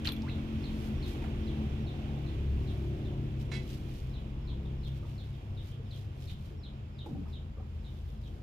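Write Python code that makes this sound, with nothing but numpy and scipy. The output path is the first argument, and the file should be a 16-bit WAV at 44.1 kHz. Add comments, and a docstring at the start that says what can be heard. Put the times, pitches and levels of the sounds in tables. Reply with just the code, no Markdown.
"""In a low-roofed shed, a hand net is flicked dry, dipped into a tarpaulin-lined tank and drawn along.
The wet mesh snaps, drops plink and trapped air bubbles gulp; cloth swishes on the rim as an arm reaches.
One chick peeps over and over, a second cheeps softly, and something metal clinks once and rings.
Outside, the exhaust pulses of two engines drone away down a road while a third engine idles."""
import sys
import numpy as np
from scipy import signal
from scipy.fft import rfft, irfft, next_fast_len
from scipy.io import wavfile
from scipy.ndimage import uniform_filter1d, map_coordinates

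SR = 44100
rng = np.random.default_rng(int(sys.argv[2]) if len(sys.argv) > 2 else 0)


def to_wav(sig):
    """Store sig (one row per channel, or 1-D mono) as 16-bit WAV at the path in sys.argv[1].

    Samples outside -1..1 are clipped; the rate is SR.
    """
    pcm = np.clip(np.atleast_2d(sig), -1, 1) * 32767
    pcm = np.round(pcm).astype(np.int16)
    wavfile.write(sys.argv[1], SR, pcm.T)  # frames by channels


N = 371322
T = np.arange(N) / SR

# The tone colour of each kind of noise: frequency_hz, level_db
RUMBLE_COLOUR = [(18, -29), (30, 24), (50, 0), (60, 1), (75, 23), (100, 15.5), (130, 19.5), (160, 14.5),
                 (190, 9.5), (240, 0.5), (400, -42.5)]
EXHAUST_COLOUR = [(150, -10.5), (240, 2), (330, -0.5), (480, -6), (750, -10.5), (1100, -18.5), (1800, -49)]
TYRE_COLOUR = [(600, -0.5), (1200, 0.5), (1800, -2), (2500, 2.5), (3400, 0), (4400, -10.5), (6000, -14),
               (8000, -22), (11000, -23), (15000, -23)]
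FAINT_HISS_COLOUR = [(500, 12.5), (1500, 1.5), (3200, -16), (5000, -9.5), (6400, -25), (7200, -9.5),
                     (7900, -40), (11000, -44), (15500, -35)]
SCRAPE_COLOUR = [(500, -7), (900, 2), (1600, 8), (2400, 5), (4500, -6), (7000, -19), (10000, -25),
                 (15000, -41)]
CLOTH_COLOUR = [(1200, -1), (3000, 14), (5500, 7.5), (8000, 0.5), (11000, 0), (13500, 2), (15500, -4)]
# How alike the two ears hear noise from all around: frequency_hz, likeness (1 = the same)
EAR_LIKENESS = [(60, 0.98), (170, 0.91), (350, 0.91), (700, 0.63), (1300, 0.34), (3000, 0.12),
                (8000, 0.034)]
# How loud the road rumbles: time_s, level_db
RUMBLE_LEVELS = [(0, -41.5), (.7, -40), (1.25, -44.5), (2.1, -44), (2.7, -41), (5, -50), (6.4, -46),
                 (6.8, -49), (7.6, -46.5), (8.42, -48)]

# Groups of exhaust tones for the deep, light and idling engines: multiple_of_firing_rate, level_db
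DEEP_BOOM_TONES = [(1, -8), (1.5, -16), (2, 0)]
DEEP_DRONE_TONES = [(3, 0)]
DEEP_HUM_TONES = [(4, 0), (5, -13.5), (6, -12)]
DEEP_BARK_TONES = [(7, -7), (8, -7), (9, -1), (10, -1), (11, -3.5), (12, -10), (13, -13), (15, -17),
                   (17, -18)]
LIGHT_BOOM_TONES = [(1, -6), (2, -2.5), (3, -5.5)]
LIGHT_DRONE_TONES = [(5, 0)]
LIGHT_BARK_TONES = [(4, -15), (6, -6), (7, -6), (8, -12), (10, -20)]
IDLE_BOOM_TONES = [(2, 0.0039)]
IDLE_BARK_TONES = [(3, -2.5), (4, -10)]
# How fast the deep engine fires: time_s, rate_hz
DEEP_FIRING = [(0, 36.4), (1.2, 35.85), (2.3, 35), (3.4, 33.7), (4.8, 33.4), (8.42, 33.7)]
# How loud each part of the deep engine's sound is as it passes: time_s, boom_db, drone_db, hum_db, bark_db
DEEP_LEVELS = [(0, -47, -62, -58, -65), (.6, -45, -62, -52, -61), (1.3, -40, -53, -49, -54),
               (1.8, -44, -47, -40.5, -54), (2.2, -45, -48, -41.5, -55), (2.55, -36, -44, -37, -53.5),
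               (3.05, -45, -48, -42.5, -51.5), (3.5, -41, -44.5, -42.5, -54), (4, -43, -49, -46.5, -58.5),
               (4.55, -38, -47, -44.5, -58), (4.8, -39.5, -47, -40.5, -60), (5.2, -45, -44, -46.5, -65),
               (5.85, -54, -43.5, -54, -72), (6.7, -52, -55, -52, -73), (7.7, -58, -64, -61, -74),
               (8.42, -60, -63, -63, -69)]
# How loud the light engine drones: time_s, level_db
LIGHT_DRONE_LEVELS = [(0, -43), (.3, -44), (.6, -40), (.9, -40), (1.15, -50), (1.33, -43.5), (1.9, -47),
                      (2.4, -51), (4, -54), (6, -62), (8.42, -59)]

# Calls of the first and second chick, timed at the dive in pitch: time_s, level_db, pitch_hz, direct_db
PEEP_CALLS = [(.285, -48, 4160, -4), (.642, -47, 4260, 1), (1.027, -45.5, 4250, 0.5), (1.471, -49, 4190, 1),
              (1.869, -48, 4240, -1), (2.262, -52.5, 4200, -5), (2.671, -49, 4140, -3),
              (3.051, -52, 3950, -1), (4.137, -50.5, 4070, -4), (4.475, -49, 4110, -3),
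              (4.836, -47, 4120, -3), (5.181, -50.5, 4280, -2.5), (5.569, -50.5, 4020, -3),
              (5.912, -50.5, 4000, 1), (6.274, -47.5, 4130, -6), (6.635, -49.5, 4190, 1),
              (6.987, -50, 3960, 0), (7.33, -50, 3980, -1.5), (7.845, -53.5, 4000, -4),
              (8.237, -54.5, 3920, -1)]
CHEEP_CALLS = [(4.405, -61, 3100, 0), (4.655, -55, 3550, 2), (5.06, -60, 3400, 0), (5.34, -58, 3450, 0),
               (5.715, -55, 3400, 0), (5.86, -55, 3500, 0), (7.96, -61, 3600, -2), (8.09, -60, 3600, 0)]
# One call of each, a thin lead-in and then a loud falling note: time_from_dive_s, pitch_ratio, level_db
PEEP_CURVE = [(-.072, 1.32, -30), (-.052, 1.32, -19.5), (-.032, 1.28, -21), (-.014, 1.23, -17),
              (-.004, 1.12, -17), (0, 1, 1.5), (.007, .95, 1), (.018, .87, -1.5), (.031, .78, -5),
              (.046, .67, -15)]
CHEEP_CURVE = [(-.015, 1.15, -24), (0, 1, -2), (.019, .91, -3.5), (.04, .8, -20)]
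# Metal touching and chattering: start_s, level_db, brightness_db, ring_over_scrape_db
METAL_TAPS = [(3.5139, -44, -2, -2), (3.5165, -40.5, 4.5, -3.5), (3.529, -58, 3, -10), (3.537, -43, 10, -7),
              (3.546, -48, 10, -3), (3.553, -48, 15, -10), (3.565, -48, 12, -4)]
# The notes the metal rings with: pitch_hz, level_db, fade_s
METAL_NOTES = [(985, -15, .2), (1228, -14, .1), (1970, -16, .15), (2000, -7.5, .26), (2142, -8, .16),
               (2172, -11, .16), (2202, -5, .23), (2601, -10, .22), (2676, -10, .2), (2734, -14, .18),
               (3325, -11, .26), (3758, -14, .2), (4007, -9, .26), (4035, -11, .26), (4770, -15, .22),
               (5179, -16, .2), (5582, -15, .2), (5900, -17, .2), (6772, -17, .33), (8350, -20, .3),
               (8440, -20, .25), (10060, -25, .25), (11860, -31, .24), (13420, -29, .24)]

# Cloth sliding on the tank's rim: peak_s, level_db, rise_s, fall_s
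CLOTH_SLIDES = [(.855, -58.5, 0.13, 0.051), (1.085, -58, 0.039, 0.088), (2.75, -69, .3, 0.31),
                (3.41, -60.5, 0.016, 0.03), (3.73, -58, 0.086, 0.061), (3.945, -63, 0.1, 0.14),
                (4.885, -65, 0.039, 0.027), (4.97, -66, 0.03, 0.022), (5.1, -67, 0.05, 0.043),
                (5.26, -71.5, 0.36, 0.24), (5.68, -64, 0.065, 0.05), (5.985, -64, 0.065, 0.059),
                (6.23, -62.5, 0.046, 0.058), (6.31, -63, 0.063, 0.032), (6.45, -67.5, 0.083, 0.089),
                (7.07, -71.5, 0.03, 0.17), (7.3, -71, 0.037, 0.074), (7.94, -72, 0.24, 0.53),
                (8.09, -78, 0.056, 0.084), (8.26, -73, 0.044, 0.17)]
# Water heaved by the net: start_s, level_db, big_bubble_pitch_hz, length_s, small_over_big_db
NET_SLOSHES = [(1.225, -56, 710, 0.045, -13), (1.566, -62, 695, 0.095, -18), (1.847, -56.5, 710, 0.41, -22),
               (2.7, -58, 622, .5, -18), (4.345, -78, 374, 0.2, 12), (4.55, -55.5, 402, 0.17, -32),
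               (5.026, -56, 490, 0.038, -12), (6.51, -50, 400, 0.03, -24), (7.06, -46, 318, 0.044, -12),
               (7.097, -42.5, 263, .1, -23), (7.117, -43, 177.6, 0.12, -17), (7.257, -55.5, 372, 0.054, -8),
               (7.572, -60.5, 420, 0.075, -4)]
# Single drops and bubbles: start_s, level_db, pitch_hz, fade_s, left_over_right_db
WATER_DROPS = [(0.0587, -40, 3060, .02, -6), (.0727, -24, 4110, 0.012, 13), (0.0893, -32, 3850, 0.016, 11),
               (.090, -37, 3430, 0.024, -7), (.1198, -34, 3410, 0.016, -2), (.1198, -40, 3820, 0.011, 4),
               (.132, -46, 2380, 0.031, -1), (.165, -45.5, 3380, 0.031, -6), (1.22, -48, 2450, .03, -8),
               (1.221, -46, 910, 0.046, -2), (1.235, -47, 657, 0.045, 0), (5.028, -55.5, 1230, 0.072, -3),
               (5.05, -55, 914, .07, -2), (5.795, -40, 440, 0.047, 0), (7.061, -45, 840, .05, 5),
               (7.088, -53, 740, .05, 0), (7.118, -25.5, 147, .09, 0), (7.148, -48.5, 766, 0.083, 2),
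               (7.185, -42, 265, 0.13, 0), (7.262, -61, 1260, 0.098, -9), (7.58, -49, 529, .08, -6),
               (7.595, -53.5, 750, 0.1, -7), (7.605, -62, 1260, .07, -5)]
# Wet mesh snapping and water spattering:
# start_s, level_db, pitch_hz, width_octaves, fade_s, left_over_right_db, spray_over_snap_db
WET_SNAPS = [(.046, -44, 3880, .35, 0.028, 13, -30), (.050, -45, 1650, .25, .05, 3, -30),
             (.053, -36, 2950, 0.35, 0.14, -8, -24), (.062, -42, 2900, 0.29, .04, -5, -11),
             (0.0727, -38, 4500, 0.28, 0.012, 3, -34), (0.072, -39.5, 1190, 0.67, 0.094, 4, -30),
             (.079, -36.5, 4460, 0.078, 0.036, -3, -30), (.079, -40, 2620, 0.2, 0.058, -6, -30),
             (.088, -36, 3930, 0.21, 0.027, 0, -18), (0.1197, -40.5, 3600, 0.28, .022, 0, -7),
             (0.12, -45, 12300, .25, 0.014, -2, -30), (.164, -53, 3400, 0.33, .03, -3, -11),
             (.22, -52, 4800, 0.22, 0.034, 3, -30), (1.219, -56, 2100, .74, .08, -8, -30),
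             (1.238, -50, 1590, 0.59, 0.13, -4, -30), (6.296, -53, 2700, 0.39, 0.068, -10, -30),
             (7.06, -47, 520, 0.45, 0.077, -7, -35), (7.281, -63, 2400, .17, .05, 0, -25),
             (8.083, -71, 13300, .15, .05, -2, -20), (8.12, -74, 11300, .12, .06, -2, -20),
             (8.275, -68, 6100, .12, .05, 4, -20)]
# A rising blip after the flick: time_s, pitch_hz, level_db
BLIP_CURVE = [(.23, 860, -62), (.238, 890, -49), (.252, 930, -49), (.261, 1030, -56), (.269, 1120, -49),
              (.277, 1400, -55), (.286, 1900, -49), (.292, 2150, -51), (.298, 2500, -45), (.305, 2850, -58)]


def gain(db):
    """Turn decibels into a number to multiply by."""
    return 10 ** (np.asarray(db) / 20)


def normalise(x):
    """Scale a sound to an average power of 1."""
    return x / np.sqrt(np.mean(x ** 2) + 1e-20)


def curves(table, t=T):
    """Join the points in each column of a table with straight lines in time."""
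    times, *columns = np.transpose(table)
    return [np.interp(t, times, column) for column in columns]


def across_spectrum(points, size):
    """Spread (frequency_hz, value) points over every frequency of a sound `size` samples long."""
    hz, value = np.transpose(points)
    return np.interp(np.log(np.fft.rfftfreq(size, 1 / SR) + 1), np.log(hz), value)


def colour(x, points):
    """Turn each frequency of a sound up or down."""
    return irfft(rfft(x) * gain(across_spectrum(points, len(x))), len(x))


def pan(db):
    """Left and right gains: a positive value leans left."""
    return gain(np.array([[db], [-db]]) / 2)


def add(out, start_s, x):
    """Mix a sound in at a given time."""
    i = max(int(start_s * SR), 0)
    out[..., i:i + x.shape[-1]] += x[..., :out.shape[-1] - i]


def fade(t, fade_s):
    """Die away by 60 dB every fade_s seconds."""
    return np.exp(-np.log(1000) * t / fade_s)


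def wander(rate_hz):
    """A smooth random wobble, mostly between -1 and 1."""
    points = rng.standard_normal(int(N / SR * rate_hz) + 4)
    smooth = map_coordinates(points, [T[::64] * rate_hz + rng.random()], order=3, mode="nearest")
    return np.interp(T, T[::64], smooth)


def wide_noise(points):
    """Noise from all around: alike at both ears in the bass, unrelated in the treble."""
    size = next_fast_len(N)
    alike = np.clip(across_spectrum(EAR_LIKENESS, size), -1, 1)
    spectra = rfft(rng.standard_normal((2, size))) * gain(across_spectrum(points, size))
    shared, opposite = irfft(spectra * np.sqrt([1 + alike, 1 - alike]), size)[:, :N]
    return np.array([shared + opposite, shared - opposite]) / shared.std()


def echoes(x, echo_db, fade_s):
    """Dense echoes off the walls and roof, soft in the treble and different at each ear."""
    t = np.arange(SR // 2) / SR
    noise = rng.standard_normal((2, len(t)))
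    dull = signal.sosfilt(signal.butter(2, 4500, fs=SR, output="sos"), noise)
    tail = dull * fade(t, fade_s) + .5 * noise * fade(t, 1.02 * fade_s)
    tail *= 1 - np.exp(-t / .0054)  # the echoes take a moment to build
    tail /= np.sqrt(np.sum(fade(t, fade_s) ** 2))
    return gain(echo_db) * signal.fftconvolve(x, tail, axes=1)[:, :N]


def in_shed(x, echo_db, fade_s):
    """A sound together with its echoes under the roof."""
    return x + echoes(x, echo_db, fade_s)


def from_side(x, lag_s):
    """Sound from the road reaches the right ear a little after the left."""
    return np.array([x[0], np.interp(T - lag_s, T, x[1])])


def drive_past(closest_s, speed_m_s, lane_m):
    """A vehicle's distance in metres, and its direction from -1 (coming) to 1 (going)."""
    along_m = speed_m_s * (T - closest_s)
    distance_m = np.hypot(along_m, lane_m)
    return distance_m, along_m / distance_m


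def exhaust(firing_hz, groups, swell_db, flutter):
    """Exhaust pulses make a stack of tones; each wavers as its path between the houses changes."""
    firing_phase = 2 * np.pi * np.cumsum(firing_hz * (1 + flutter * wander(14))) / SR
    out = np.zeros(N)
    for tones, group_db in groups:
        for multiple, tone_db in tones:
            phase = multiple * firing_phase + 2 * np.pi * rng.random() + .2 * wander(3.096)
            waver_db = swell_db * (wander(1.6) + 1.3 * wander(9))
            out += gain(group_db + tone_db + waver_db) * np.sin(phase)
    return np.sqrt(2) * out


def deep_engine():
    """A heavy engine goes past, its pitch sinking; rushing gas roars along with its bark."""
    firing_hz, = curves(DEEP_FIRING)
    boom_db, drone_db, hum_db, bark_db = curves(DEEP_LEVELS)
    groups = [(DEEP_BOOM_TONES, boom_db), (DEEP_DRONE_TONES, drone_db),
              (DEEP_HUM_TONES, hum_db), (DEEP_BARK_TONES, bark_db)]
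    tones = exhaust(firing_hz, groups, swell_db=1.8, flutter=.005)
    return tones + wide_noise(EXHAUST_COLOUR) * gain(bark_db - 6)


def light_engine():
    """A lighter engine passes early: its pitch drops, its bark fades and its tailpipe booms after it."""
    speed_m_s, lane_m, sound_speed_m_s = 8, 9, 343
    tailpipe_db, throb_db, throb_hz = 3.5, 3.8, 5.65
    distance_m, going = drive_past(closest_s=.5, speed_m_s=speed_m_s, lane_m=lane_m)
    firing_hz = 43.99 / (1 + going * speed_m_s / sound_speed_m_s)
    loss_db = 20 * np.log10(distance_m / lane_m)
    boom_db = -42 - loss_db + tailpipe_db * going + .07 * distance_m  # the boom lingers with distance
    bark_db = -44.5 - 1.2 * loss_db  # the bark fades faster than in open air
    drone_db = curves(LIGHT_DRONE_LEVELS)[0] + throb_db * np.cos(2 * np.pi * throb_hz * (T - .03))
    groups = [(LIGHT_BOOM_TONES, boom_db), (LIGHT_BARK_TONES, bark_db), (LIGHT_DRONE_TONES, drone_db)]
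    return exhaust(firing_hz, groups, swell_db=1.3, flutter=.006)


def idling_engine():
    """A standing engine thuds evenly and barks more towards the end."""
    bark_db = np.interp(T, [5.82, 6.35], [-65, -46.5])
    groups = [(IDLE_BOOM_TONES, -50.5), (IDLE_BARK_TONES, bark_db)]
    return exhaust(firing_hz=26.45, groups=groups, swell_db=2.0, flutter=.0054)


def road():
    """Three engines over a rumble; roar and tyres sink as traffic moves off, a faint hiss stays."""
    lane_m = 24.5
    distance_m, _ = drive_past(closest_s=.91, speed_m_s=13.8, lane_m=lane_m)
    doublings = np.log2(distance_m / lane_m)
    engines = deep_engine() + light_engine() + idling_engine()
    rumble = wide_noise(RUMBLE_COLOUR) * gain(curves(RUMBLE_LEVELS)[0])
    roar = wide_noise(EXHAUST_COLOUR) * gain(-49.5 - 6 * doublings + 2 * wander(7.4))
    tyres = wide_noise(TYRE_COLOUR) * gain(-56 - 6.5 * doublings + .5 * wander(11)) * pan(-5.5)
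    faint_hiss = wide_noise(FAINT_HISS_COLOUR) * gain(-61)  # steady, with a thin high band
    bass = (engines + rumble + roar) * pan(1.1)
    return from_side(bass, lag_s=.00025) + from_side(tyres + faint_hiss, lag_s=.0004325)


def whistle(curve, waver, pitch_scale=1, rough_db=4):
    """A tone that follows a curve of pitch and level, pure when soft and rough when forced."""
    t = np.arange(curve[0][0], curve[-1][0], 1 / SR)
    pitch, db = curves(curve, t)
    strain = np.sqrt(gain(db - db.max()))
    bend, shake = strain * normalise(uniform_filter1d(rng.standard_normal((2, len(t))), size=120))
    phase = 2 * np.pi * np.cumsum(pitch * pitch_scale * (1 + waver * bend)) / SR
    soft_ends = signal.windows.tukey(len(t), .1)
    return np.sqrt(2) * gain(db + rough_db * shake) * np.sin(phase) * soft_ends


def chick(calls, curve, gain_db, pan_db):
    """Falling peeps, heard mostly off the walls; the direct sound weakens when the chick turns away."""
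    voice, direct = np.zeros(N), np.zeros(N)
    for dive_s, db, hz, direct_db in calls:
        peep = whistle(curve, waver=.036, pitch_scale=hz) * gain(db + gain_db)
        start_s = dive_s + curve[0][0]
        add(voice, start_s, peep)
        add(direct, start_s, peep * gain(direct_db))
    return direct * pan(pan_db) + echoes(voice * pan(pan_db), echo_db=4, fade_s=.3)


def metal_clink(scrape_fade_s, attack_s):
    """A quick chatter of gritty taps; each sets the same notes ringing, a little differently."""
    out, t = np.zeros(N), np.arange(SR // 2) / SR
    for start_s, db, bright_db, ring_db in METAL_TAPS:
        detunes = 1 + .002 * rng.standard_normal(len(METAL_NOTES))
        ring = np.zeros(len(t))
        for (hz, note_db, fade_s), detune in zip(METAL_NOTES, detunes):
            phase = 2 * np.pi * (hz * detune * t + rng.random())
            ring += gain(note_db) * fade(t, fade_s) * np.sin(phase)
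        grit = colour(rng.standard_normal(len(t)), SCRAPE_COLOUR)
        grit = colour(grit, [(1500, -bright_db), (5000, bright_db)])
        scrape = normalise(grit) * fade(t, scrape_fade_s)
        onset = 1 - np.exp(-t / attack_s)
        add(out, start_s, gain(db) * (gain(ring_db) * ring + scrape) * onset)
    return out * pan(-9)


def cloth():
    """Cloth slides on tarpaulin: many tiny catches make a hiss that swells and dies."""
    power = np.zeros(N)
    for peak_s, db, rise_s, fall_s in CLOTH_SLIDES:
        from_peak = np.maximum((peak_s - T) / rise_s, (T - peak_s) / fall_s)
        power += gain(db) ** 2 * np.exp(-2 * np.minimum(from_peak, 20))
    catches_db = 2.5 * wander(400)
    return wide_noise(CLOTH_COLOUR) * np.sqrt(power) * gain(catches_db) * pan(-3)


def bubbles(hz, length_s, ring_cycles=26, pitch_rise=.12, spread_octaves=.18, bubbles_per_s=70):
    """A cloud of bubbles; each rings briefly and rises in pitch as it comes to the surface."""
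    t = np.arange(SR // 5) / SR
    cloud = np.zeros(int(length_s * SR) + len(t))
    draws = rng.random((80, 3))[:3 + int(bubbles_per_s * length_s)]
    for k, (early, height, force) in enumerate(draws):
        pitch_hz = hz * 2 ** (spread_octaves * (2 * height - 1))
        life_s = ring_cycles / pitch_hz
        phase = 2 * np.pi * np.cumsum(pitch_hz * (1 + pitch_rise * np.minimum(t / life_s, 1))) / SR
        start_s = length_s * max(k - early, 0) / len(draws)
        add(cloud, start_s, (1.3 + force) * np.sin(phase) * fade(t, life_s))
    return cloud / np.sqrt(np.sum(cloud ** 2) / (length_s * SR))


def sloshes(gain_db, small_pitch_ratio=2.52):
    """Each slosh traps big bubbles that gulp and small ones that plink above them."""
    out = np.zeros((2, N))
    for start_s, db, hz, length_s, small_db in NET_SLOSHES:
        for pitch_hz, level_db in (hz, db), (hz * small_pitch_ratio, db + small_db):
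            add(out, start_s, bubbles(pitch_hz, length_s) * gain(level_db + gain_db) * pan(.26))
    return out


def plinks(pitch_rise=.042, attack_cycles=2.3):
    """Each single drop traps one bubble, which rings briefly and rises a little in pitch."""
    out, t = np.zeros((2, N)), np.arange(SR // 6) / SR
    for start_s, db, hz, fade_s, pan_db in WATER_DROPS:
        cycles = np.cumsum(hz * (1 + pitch_rise * np.minimum(t / fade_s, 1))) / SR
        onset = 1 - np.exp(-(cycles / attack_cycles) ** 2)
        ring = np.sin(2 * np.pi * cycles) * fade(t, fade_s) * onset
        add(out, start_s, np.sqrt(2) * gain(db) * ring * pan(pan_db))
    return out


def wet_burst(hz, width_octaves, fade_s, grain_db=5, attack_s=.00027):
    """A sharp, grainy burst of noise that dies at once, partly alike at the two ears."""
    t = np.arange(SR // 6) / SR
    octave = np.log2(np.fft.rfftfreq(len(t), 1 / SR) + 1)
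    grains = rng.standard_normal((3, len(t))) * gain(grain_db * rng.standard_normal(len(t)))
    band = 1 / (1 + ((octave - np.log2(hz)) / width_octaves) ** 2) ** 1.08
    noise = irfft(rfft(grains[:2] + grains[2]) * band, len(t))  # both ears share the third row
    onset, decay = 1 - np.exp(-(t / attack_s) ** 2), fade(t, fade_s)
    return normalise(noise * decay * onset) * decay.std()


def net_spatter():
    """Wet mesh snaps and water spatters, throwing off fine spray; a rising blip follows the flick."""
    out = np.zeros((2, N))
    for start_s, db, hz, width_octaves, fade_s, pan_db, spray_db in WET_SNAPS:
        snap = wet_burst(hz, width_octaves, fade_s) * pan(pan_db)
        spray = wet_burst(hz=12300, width_octaves=.22, fade_s=.085) * pan(-2)
        add(out, start_s, gain(db) * (snap + gain(spray_db) * spray))
    blip = whistle(BLIP_CURVE, waver=.07) * gain(-4) * pan(-1.5)
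    add(out, BLIP_CURVE[0][0], blip)
    return out


def scene():
    """The tank close by, chicks and metal further off in the shed, the road outside."""
    chicks = chick(PEEP_CALLS, PEEP_CURVE, gain_db=-10, pan_db=-1)
    chicks += chick(CHEEP_CALLS, CHEEP_CURVE, gain_db=-11, pan_db=-2)
    drops = in_shed(net_spatter() + plinks(), echo_db=-7.5, fade_s=.18)
    tank = in_shed(sloshes(gain_db=-3), echo_db=-5, fade_s=.28)
    clink = gain(-3.5) * in_shed(metal_clink(scrape_fade_s=.08, attack_s=.001), echo_db=-2.5, fade_s=.3)
    return road() + cloth() + drops + tank + clink + chicks


def record(dry):
    """The microphone loses the deepest bass and the highest treble."""
    lowest_hz, highest_hz = 20, 15400
    x = signal.sosfilt(signal.butter(2, lowest_hz, "high", fs=SR, output="sos"), dry)
    return signal.sosfilt(signal.ellip(10, .2, 80, highest_hz, fs=SR, output="sos"), x)


dry = scene()
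out = record(dry)
to_wav(out)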